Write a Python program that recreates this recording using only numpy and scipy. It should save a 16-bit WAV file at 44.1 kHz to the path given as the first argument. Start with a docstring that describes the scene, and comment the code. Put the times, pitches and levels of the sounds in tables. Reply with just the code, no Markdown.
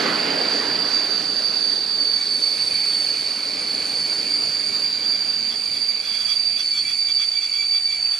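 """Station platform: a passenger train brakes to the right of a camera; the wheels' rumble dies down.
Two brake discs stick and slip, squealing near 4.6 kHz, each gliding down as it passes (Doppler),
over the blurred squeal of all the other bogies and the scrape of sliding pads.
Towards the end the pads grab: the squeal gains an undertone and rasps in short squeaks."""
import sys
import numpy as np
from scipy import signal
from scipy.fft import rfft, irfft, next_fast_len
from scipy.io import wavfile
from scipy.ndimage import uniform_filter1d, map_coordinates

SR = 44100
rng = np.random.default_rng(int(sys.argv[2]) if len(sys.argv) > 2 else 0)


def bounce(signal):
    """Save signal as a 16-bit WAV file at the path given by the first command-line argument."""
    frames = np.transpose(np.atleast_2d(signal))
    limited = np.clip(frames, -1, 1)
    pcm = np.round(limited * 32767).astype(np.int16)
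    wavfile.write(sys.argv[1], SR, pcm)


N = 361179
TIME_S = np.arange(N) / SR
START_M_PER_S, BRAKING_M_PER_S2, SOUND_M_PER_S = 10.63, .68, 343
SPEED_M_PER_S = START_M_PER_S - BRAKING_M_PER_S2 * TIME_S

# Two loudest discs: pitch_hz, abreast_s, glide_width_m (how gradually the pitch falls in passing)
FIRST_DISC, SECOND_DISC = (4580, 2.0, 11), (4647, 6.92, 15.2)
# How hard the pads bite: time_s, bite_db. All table levels are relative.
PAD_BITE = [(0, -15.5), (1.5, -5.5), (2.1, -6.5), (2.45, 1), (3, 1), (3.5, -4), (3.9, 0), (4.6, -3.5),
            (5.4, -9), (5.7, -0.5), (5.95, -8), (6.25, -1), (6.5, -4), (6.8, 0.5), (7.15, -4.5), (8.19, -2)]


def amp(db):
    """dB to gain."""
    return 10 ** (np.asarray(db) / 20)


def unit(x):
    """Scale to rms 1."""
    return x / np.sqrt(np.mean(np.abs(x) ** 2) + 1e-20)


def along(points, hz):
    """Interpolate (freq_hz, value) rows on a log axis."""
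    freq_hz, value = np.transpose(points)
    return np.interp(np.log(hz + 1), np.log(freq_hz + 1), value)


def curves(rows):
    """One per-sample curve for each column after time_s."""
    time_s, *columns = np.transpose(rows)
    return [np.interp(TIME_S, time_s, column) for column in columns]


def during(rows):
    """1 over a table's time span, with fades outside it."""
    start_s, end_s, fade_s = rows[0][0], rows[-1][0], .15
    return np.interp(TIME_S, [start_s - fade_s, start_s, end_s, end_s + fade_s], [0, 1, 1, 0])


def wobble(rate_hz):
    """Smooth random curve, rate_hz knots a second."""
    knots = rng.standard_normal(int(N * rate_hz / SR) + 4)
    return map_coordinates(knots, [TIME_S * rate_hz])


def filtered(x, response):
    """Apply a frequency response."""
    size = next_fast_len(N + SR // 4)
    return irfft(rfft(x, size) * response(np.fft.rfftfreq(size, 1 / SR)), size)[..., :N]


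def side_gain(alike):
    """Side-to-mid ratio for a left-right correlation."""
    return np.tan(np.arccos(np.clip(alike, -1, 1)) / 2)


def stereo(pair, alike):
    """Mix two independent signals to left and right with correlation alike."""
    mid, side = pair[0], side_gain(alike) * pair[1]
    return np.array([mid + side, mid - side])


def pan(x, left_db):
    """Tilt a pair to the left."""
    return x * amp(np.array([left_db, -left_db]) / 2)


def tone(hz):
    """Complex oscillator; real part has rms 1."""
    return np.sqrt(2) * np.exp(2j * np.pi * np.cumsum(hz) / SR)


def rush(spectrum, patchy_db):
    """Stereo noise with time-frequency patches of random gain; mid has rms 1."""
    # Left-right likeness: freq_hz, correlation
    likeness = [(30, .35), (120, .88), (300, .92), (1000, .8), (2500, .8), (4600, .85), (8000, .6),
                (13000, .45)]
    bins = signal.stft(rng.standard_normal((2, N)), nperseg=512)[2]
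    patches = uniform_filter1d(rng.standard_normal(bins.shape[1:]), size=5, axis=0)
    patches = uniform_filter1d(patches, size=14, axis=1)
    pair = signal.istft(bins * amp(patchy_db * unit(patches)), nperseg=512)[1][:, :N]
    mid = filtered(pair[0], lambda hz: amp(along(spectrum, hz)))
    side = filtered(pair[1], lambda hz: amp(along(spectrum, hz)) * side_gain(along(likeness, hz)))
    return np.array([mid + side, mid - side]) / np.std(mid)


def scatter(width_hz, alike, order=4):
    """Random complex gain per microphone: many moving paths beating within width_hz."""
    size = next_fast_len(N)
    lowpass = (1 + np.abs(np.fft.fftfreq(size, 1 / SR) / width_hz) ** order) ** -.5
    spectrum = rfft(rng.standard_normal((2, 2 * size)))[:, :size]
    return stereo(unit(np.fft.ifft(spectrum * lowpass)[:, :N]), alike)


def hum(rows, steady, spread_hz):
    """Unsteady tone: a steady part plus a scattered one."""
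    hz, db = curves(rows)
    flutter = unit(steady + scatter(spread_hz, alike=.16))
    return during(rows) * amp(db) * np.real(flutter * tone(hz))


def passing(source):
    """A disc's place along the track (m, 0 abreast) and Doppler-shifted pitch (Hz)."""
    pitch_hz, abreast_s, glide_width_m = source
    travelled_m = np.cumsum(SPEED_M_PER_S) / SR
    place_m = travelled_m - travelled_m[round(abreast_s * SR)]
    receding_m_per_s = SPEED_M_PER_S * place_m / np.hypot(place_m, glide_width_m)
    return place_m, pitch_hz * (1 - receding_m_per_s / SOUND_M_PER_S)


def far_rumble():
    """The rest of the train, swelling as the middle coaches pass."""
    # Distant rumble: freq_hz, density_db
    spectrum = [(25, -58), (50, -35), (70, -17), (90, 0.5), (130, 1.5), (220, -1.5), (400, -8.5),
                (900, -42)]
    # Its swell: time_s, level_db
    swell = [(0, -52.5), (3, -57), (4, -51), (5.3, -51.5), (6.2, -57), (8.19, -59)]
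    return amp(curves(swell)[0]) * rush(spectrum, patchy_db=3)


def gear_and_coach_hum():
    """Running gear whines and coach bodies drone faintly, sinking in pitch as the train slows."""
    # Both tones: time_s, pitch_hz, level_db
    whine = [(5.6, 780, -61), (6.4, 768, -69), (7.3, 741, -59), (8.19, 715, -62)]
    drone = [(5.0, 233.6, -60), (5.5, 226.2, -51.5), (6.3, 221.6, -55.5), (7.1, 221, -59)]
    return hum(whine, steady=1.4, spread_hz=5.6) + hum(drone, steady=.45, spread_hz=4.2)


def rolling():
    """Wheels on rails: track and coaches rumble, rails roar, the contact hisses with roar and bite."""
    # Rolling noise: time_s, rumble_db, roar_db
    levels = [(0, -28, -28), (.8, -34, -35), (1.3, -38.5, -39), (2.1, -42.5, -44), (3, -43, -44.5),
              (3.8, -41, -43), (5, -44.5, -44), (5.95, -49, -47.5), (6.25, -52.5, -45), (6.5, -54, -50.5),
              (7.9, -58.5, -52), (8.19, -58, -45.5)]
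    # Track and coaches, rails, wheel-rail contact: freq_hz, density_db
    rumble = [(25, -50), (60, -39), (95, -23.5), (135, -15), (170, -5.5), (245, -2.5), (300, 0.5),
              (354, -6.5), (421, -0.5), (515, -3.5), (795, -10), (1170, -29.5), (2000, -78)]
    roar = [(350, -55), (600, -2), (672, -3.5), (901, -3.5), (1370, -2.5), (1520, -1), (2340, -4),
            (3340, -6), (4200, -12), (5460, -48), (9240, -120)]
    hiss = [(3000, -24), (4200, -2.5), (5400, 1), (6200, -1.5), (7000, -3.5), (7700, -10), (10000, -8.5),
            (11000, -19), (12300, -18.5), (13900, -36), (14400, -35), (15000, -55)]
    rumble_db, roar_db = curves(levels)
    hiss_db = .51 * roar_db + .21 * curves(PAD_BITE)[0] - 21
    uneven_db = .5 * wobble(14)
    return (amp(rumble_db + .5) * rush(rumble, patchy_db=1.5)
            + amp(roar_db + 2 + uneven_db) * rush(roar, patchy_db=1.46)
            + amp(hiss_db + uneven_db) * rush(hiss, patchy_db=2.5))


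def pad_rubbing():
    """Sliding pads excite the discs in broad bands that grow with bite and fade as the train slows."""
    # Bands near the squeal's pitch, its half and its octave: freq_hz, density_db
    scrape = [(2600, -64), (3400, -10), (3700, -9.5), (4100, -3), (4400, 2), (4750, -0.5), (4920, 0),
              (5080, -3.5), (5400, -21.5), (6200, -36.5)]
    grind = [(1500, -32), (2050, -9.5), (2300, 0), (2450, -4), (2700, -9.5), (3300, -11.5), (4000, -31.5)]
    sizzle = [(7300, -17), (8400, -9), (8900, -1), (9100, 4.5), (9400, -4), (9800, -10), (11000, -17),
              (13000, -29)]
    bite_db, = curves(PAD_BITE)
    speed_db = 20 * np.log10(SPEED_M_PER_S / START_M_PER_S)
    bedding_in = np.clip(TIME_S / 2.65, 0, 1) ** 4
    return (amp(.17 * bite_db + 1.8 * speed_db - 29.5) * rush(scrape, patchy_db=2)
            + bedding_in * amp(.18 * bite_db + .42 * speed_db - 40) * rush(grind, patchy_db=2.5)
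            + amp(bite_db + .33 * speed_db - 41) * rush(sizzle, patchy_db=2.3))


def bogie_chorus(pitch_hz=4601, spread_hz=51.5, fifth_db=-22.5, gain_db=-3):
    """The other bogies squeal in blurred bands: higher when coming, lower when going."""
    # Joint squeal: time_s, level_db
    level = [(0, -24.5), (1.5, -25.5), (2.2, -31), (2.7, -21), (3.5, -25), (4.3, -21.5), (5, -25.5),
             (5.6, -24.5), (6.2, -28), (6.9, -23.5), (8.19, -26)]
    # Bogie groups: heading (1 coming, 0 abreast, -1 going), level_db
    groups = [(.85, -5.5), (0, -5.5), (-.75, -5)]
    bands = 0
    for heading, db in groups:
        shifted_hz = pitch_hz * (1 + heading * SPEED_M_PER_S / SOUND_M_PER_S)
        bands += amp(db) * scatter(spread_hz, alike=.97, order=6) * tone(shifted_hz)
    pressing = np.clip(TIME_S / 4.7, 0, 1) ** 2  # hard-pressed pads add a partial near 3/2 of the pitch
    fifth = pressing * amp(fifth_db) * scatter(110, alike=.47) * tone(np.full(N, 1.5 * pitch_hz + 60))
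    return amp(curves(level)[0] + gain_db) * np.real(bands + fifth)


def pad_squeaks(squeak_db=1, rasp_db=1.5, detune=.0089, waver_hz=36):
    """Each grab of a pad is a short pitched squeak that also rasps through the rigging's modes."""
    # Pad grabs: peak_s, pitch_hz, peak_db, half_width_s
    grabs = [(2.93, 3570, -43.5, .05), (5.05, 3460, -45, .04), (5.15, 3400, -44, .04),
             (5.53, 3445, -39, .035), (5.77, 3420, -44, .04), (6.07, 3430, -41, .07),
             (6.15, 3420, -38, .05), (6.22, 3415, -39, .04), (6.31, 3400, -35, .06), (6.6, 3450, -34, .035),
             (6.78, 3420, -36, .045), (6.9, 3390, -37, .05), (7.1, 3485, -37.5, .03),
             (7.22, 3440, -35, .04), (7.36, 3470, -42, .05), (7.44, 3460, -38, .04),
             (7.56, 3360, -40, .045), (7.63, 3395, -42, .04), (7.76, 3440, -40, .045),
             (7.93, 3420, -43, .035), (8.15, 3445, -42, .035)]
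    # Brake rigging modes: freq_hz, width_hz, level_db
    rigging = [(1253, 65, -6), (1500, 50, -11), (1630, 140, -9.5), (2420, 360, -4), (3273, 110, 2.5),
               (4000, 150, -7), (5580, 97, -6.5), (5880, 37, 0.5), (7900, 180, -14), (11683, 240, -19)]
    out, size = np.zeros((2, N + SR)), SR // 4
    offset_s = (np.arange(size) - size // 2) / SR
    freq_hz = np.fft.rfftfreq(size, 1 / SR)
    mode_hz, width_hz, mode_db = np.transpose(rigging)[:, :, None]
    drift_hz = np.pad(waver_hz * wobble(130), size)
    for peak_s, pitch_hz, peak_db, half_width_s in grabs:
        start = round(peak_s * SR) - size // 2
        centre_hz = mode_hz * (1 + detune * rng.standard_normal(mode_hz.shape))
        gains = amp(mode_db + 2 * rng.standard_normal(mode_hz.shape))
        response = np.sum(gains / (1 + 1j * (freq_hz - centre_hz) / width_hz) ** 2, axis=0)
        ringing = irfft(rfft(rng.standard_normal((2, size))) * response, size)
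        rasp = unit(stereo(ringing, alike=.36))
        squeak = np.real(tone(pitch_hz + drift_hz[start + size:][:size]))
        swell = amp(peak_db) * np.exp(-2 * (offset_s / half_width_s) ** 2)
        out[:, start:start + size] += swell * (amp(squeak_db) * squeak + amp(rasp_db) * rasp)
    return out[:, :N]


def disc_undertone(gain_db=-.5, fifth_db=-11, half_width_s=.051):
    """The disc more nearly abreast slips unevenly on alternate cycles: lines at 1/2 and 3/2 pitch."""
    # Bouts of uneven slip: peak_s, peak_db
    slips = [(2.21, -40), (5.14, -44), (5.68, -44), (6.3, -37.5), (6.63, -42), (6.75, -35.5), (6.86, -35.5),
             (7.09, -39), (7.21, -40), (7.38, -39), (7.5, -39), (7.6, -31), (7.76, -34.5), (7.9, -36),
             (7.97, -39.5)]
    first_m, first_hz = passing(FIRST_DISC)
    second_m, second_hz = passing(SECOND_DISC)
    half_hz = np.where(np.abs(first_m) < np.abs(second_m), first_hz, second_hz) / 2
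    bouts = sum(amp(db + gain_db) * np.exp(-2 * ((TIME_S - s) / half_width_s) ** 2) for s, db in slips)
    paths = .89 + .46 * scatter(22, alike=.65)
    return bouts * np.real(paths * (tone(half_hz) + amp(fifth_db) * tone(3 * half_hz)))


def disc_squeal(source, level, gain_db, echo_db, spread_hz, octave_db, waver_hz, third_db=-43):
    """A disc's stick-slip tone glides down in passing; echoes off coaches and platform make it flutter."""
    place_m, hz = passing(source)
    hz = hz + waver_hz * wobble(25)
    paths = (1 + amp(echo_db) * scatter(spread_hz, alike=.77)) / np.hypot(1, amp(echo_db))
    overtones = amp(octave_db) * tone(2 * hz) + amp(third_db) * tone(3 * hz)
    overtone_gain = amp(.62 * curves(PAD_BITE)[0]) * unit(1.2 + scatter(24, alike=.092))
    envelope = during(level) * amp(curves(level)[0] + gain_db)
    squeal = envelope * np.real(paths * tone(hz) + overtone_gain * overtones)
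    swing = np.exp(-((place_m + 6.1) / 13.5) ** 2)  # furthest right 6.1 m before abreast
    return pan(squeal, left_db=4.5 - 7.5 * swing)


def microphone_ports(hz):
    """Level and phase at the two ports for sound from the right; the camera body delays one."""
    # Phase between ports: freq_hz, left_lead_rad
    lead = [(150, 0.88), (600, -1.17), (1700, -0.32), (6000, 0.54), (8500, 0.93), (9300, 1.68)]
    # Balance: freq_hz, left_minus_right_db
    balance = [(60, -3), (110, 0), (380, 0.2), (690, -5), (1280, -9), (2360, -7.5), (4350, -6),
               (8020, -3.5), (14800, 5)]
    phase_rad = along(lead, hz) / 2
    return pan(np.exp(1j * np.array([phase_rad, -phase_rad])), along(balance, hz))


def scene():
    """The whole train, placed to the right."""
    # Lower squeal line; glides down early, fades, and a squeal near 4.5 kHz sounds late: time_s, level_db
    lower_level = [(0, -32), (.3, -27.5), (1.15, -23), (1.3, -26.5), (1.62, -21), (1.85, -26), (2.05, -20),
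                   (2.26, -24.5), (2.43, -19.5), (2.58, -25), (2.9, -24), (3.45, -32.5), (3.75, -26.5),
                   (4.6, -32.5), (5.2, -47), (6.48, -49), (6.7, -23), (7.05, -38), (8.19, -32.5)]
    # Upper squeal line: time_s, level_db
    upper_level = [(2, -44), (4.12, -37.5), (4.35, -20.5), (4.6, -28.5), (4.85, -23), (5.35, -23.5),
                   (5.6, -30), (5.9, -21), (6.03, -29), (6.4, -19.5), (6.6, -25), (6.82, -29.5),
                   (7.05, -21.5), (7.27, -20.5), (7.45, -26), (7.73, -19.5), (8, -25.5), (8.12, -20),
                   (8.19, -21.5)]
    lower = disc_squeal(FIRST_DISC, lower_level, gain_db=-.36, echo_db=-5,
                        spread_hz=38, octave_db=-25, waver_hz=3.35)
    upper = disc_squeal(SECOND_DISC, upper_level, gain_db=-.6, echo_db=-6.5,
                        spread_hz=27, octave_db=-23, waver_hz=3.885)
    brakes = lower + upper + bogie_chorus() + disc_undertone() + pad_squeaks()
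    background = rolling() + pad_rubbing() + far_rumble() + gear_and_coach_hum()
    return filtered(brakes + background, microphone_ports)


def record(dry):
    """The camera's band limit."""
    return filtered(dry, lambda hz: hz < 14700)


dry = scene()
out = record(dry)
bounce(out)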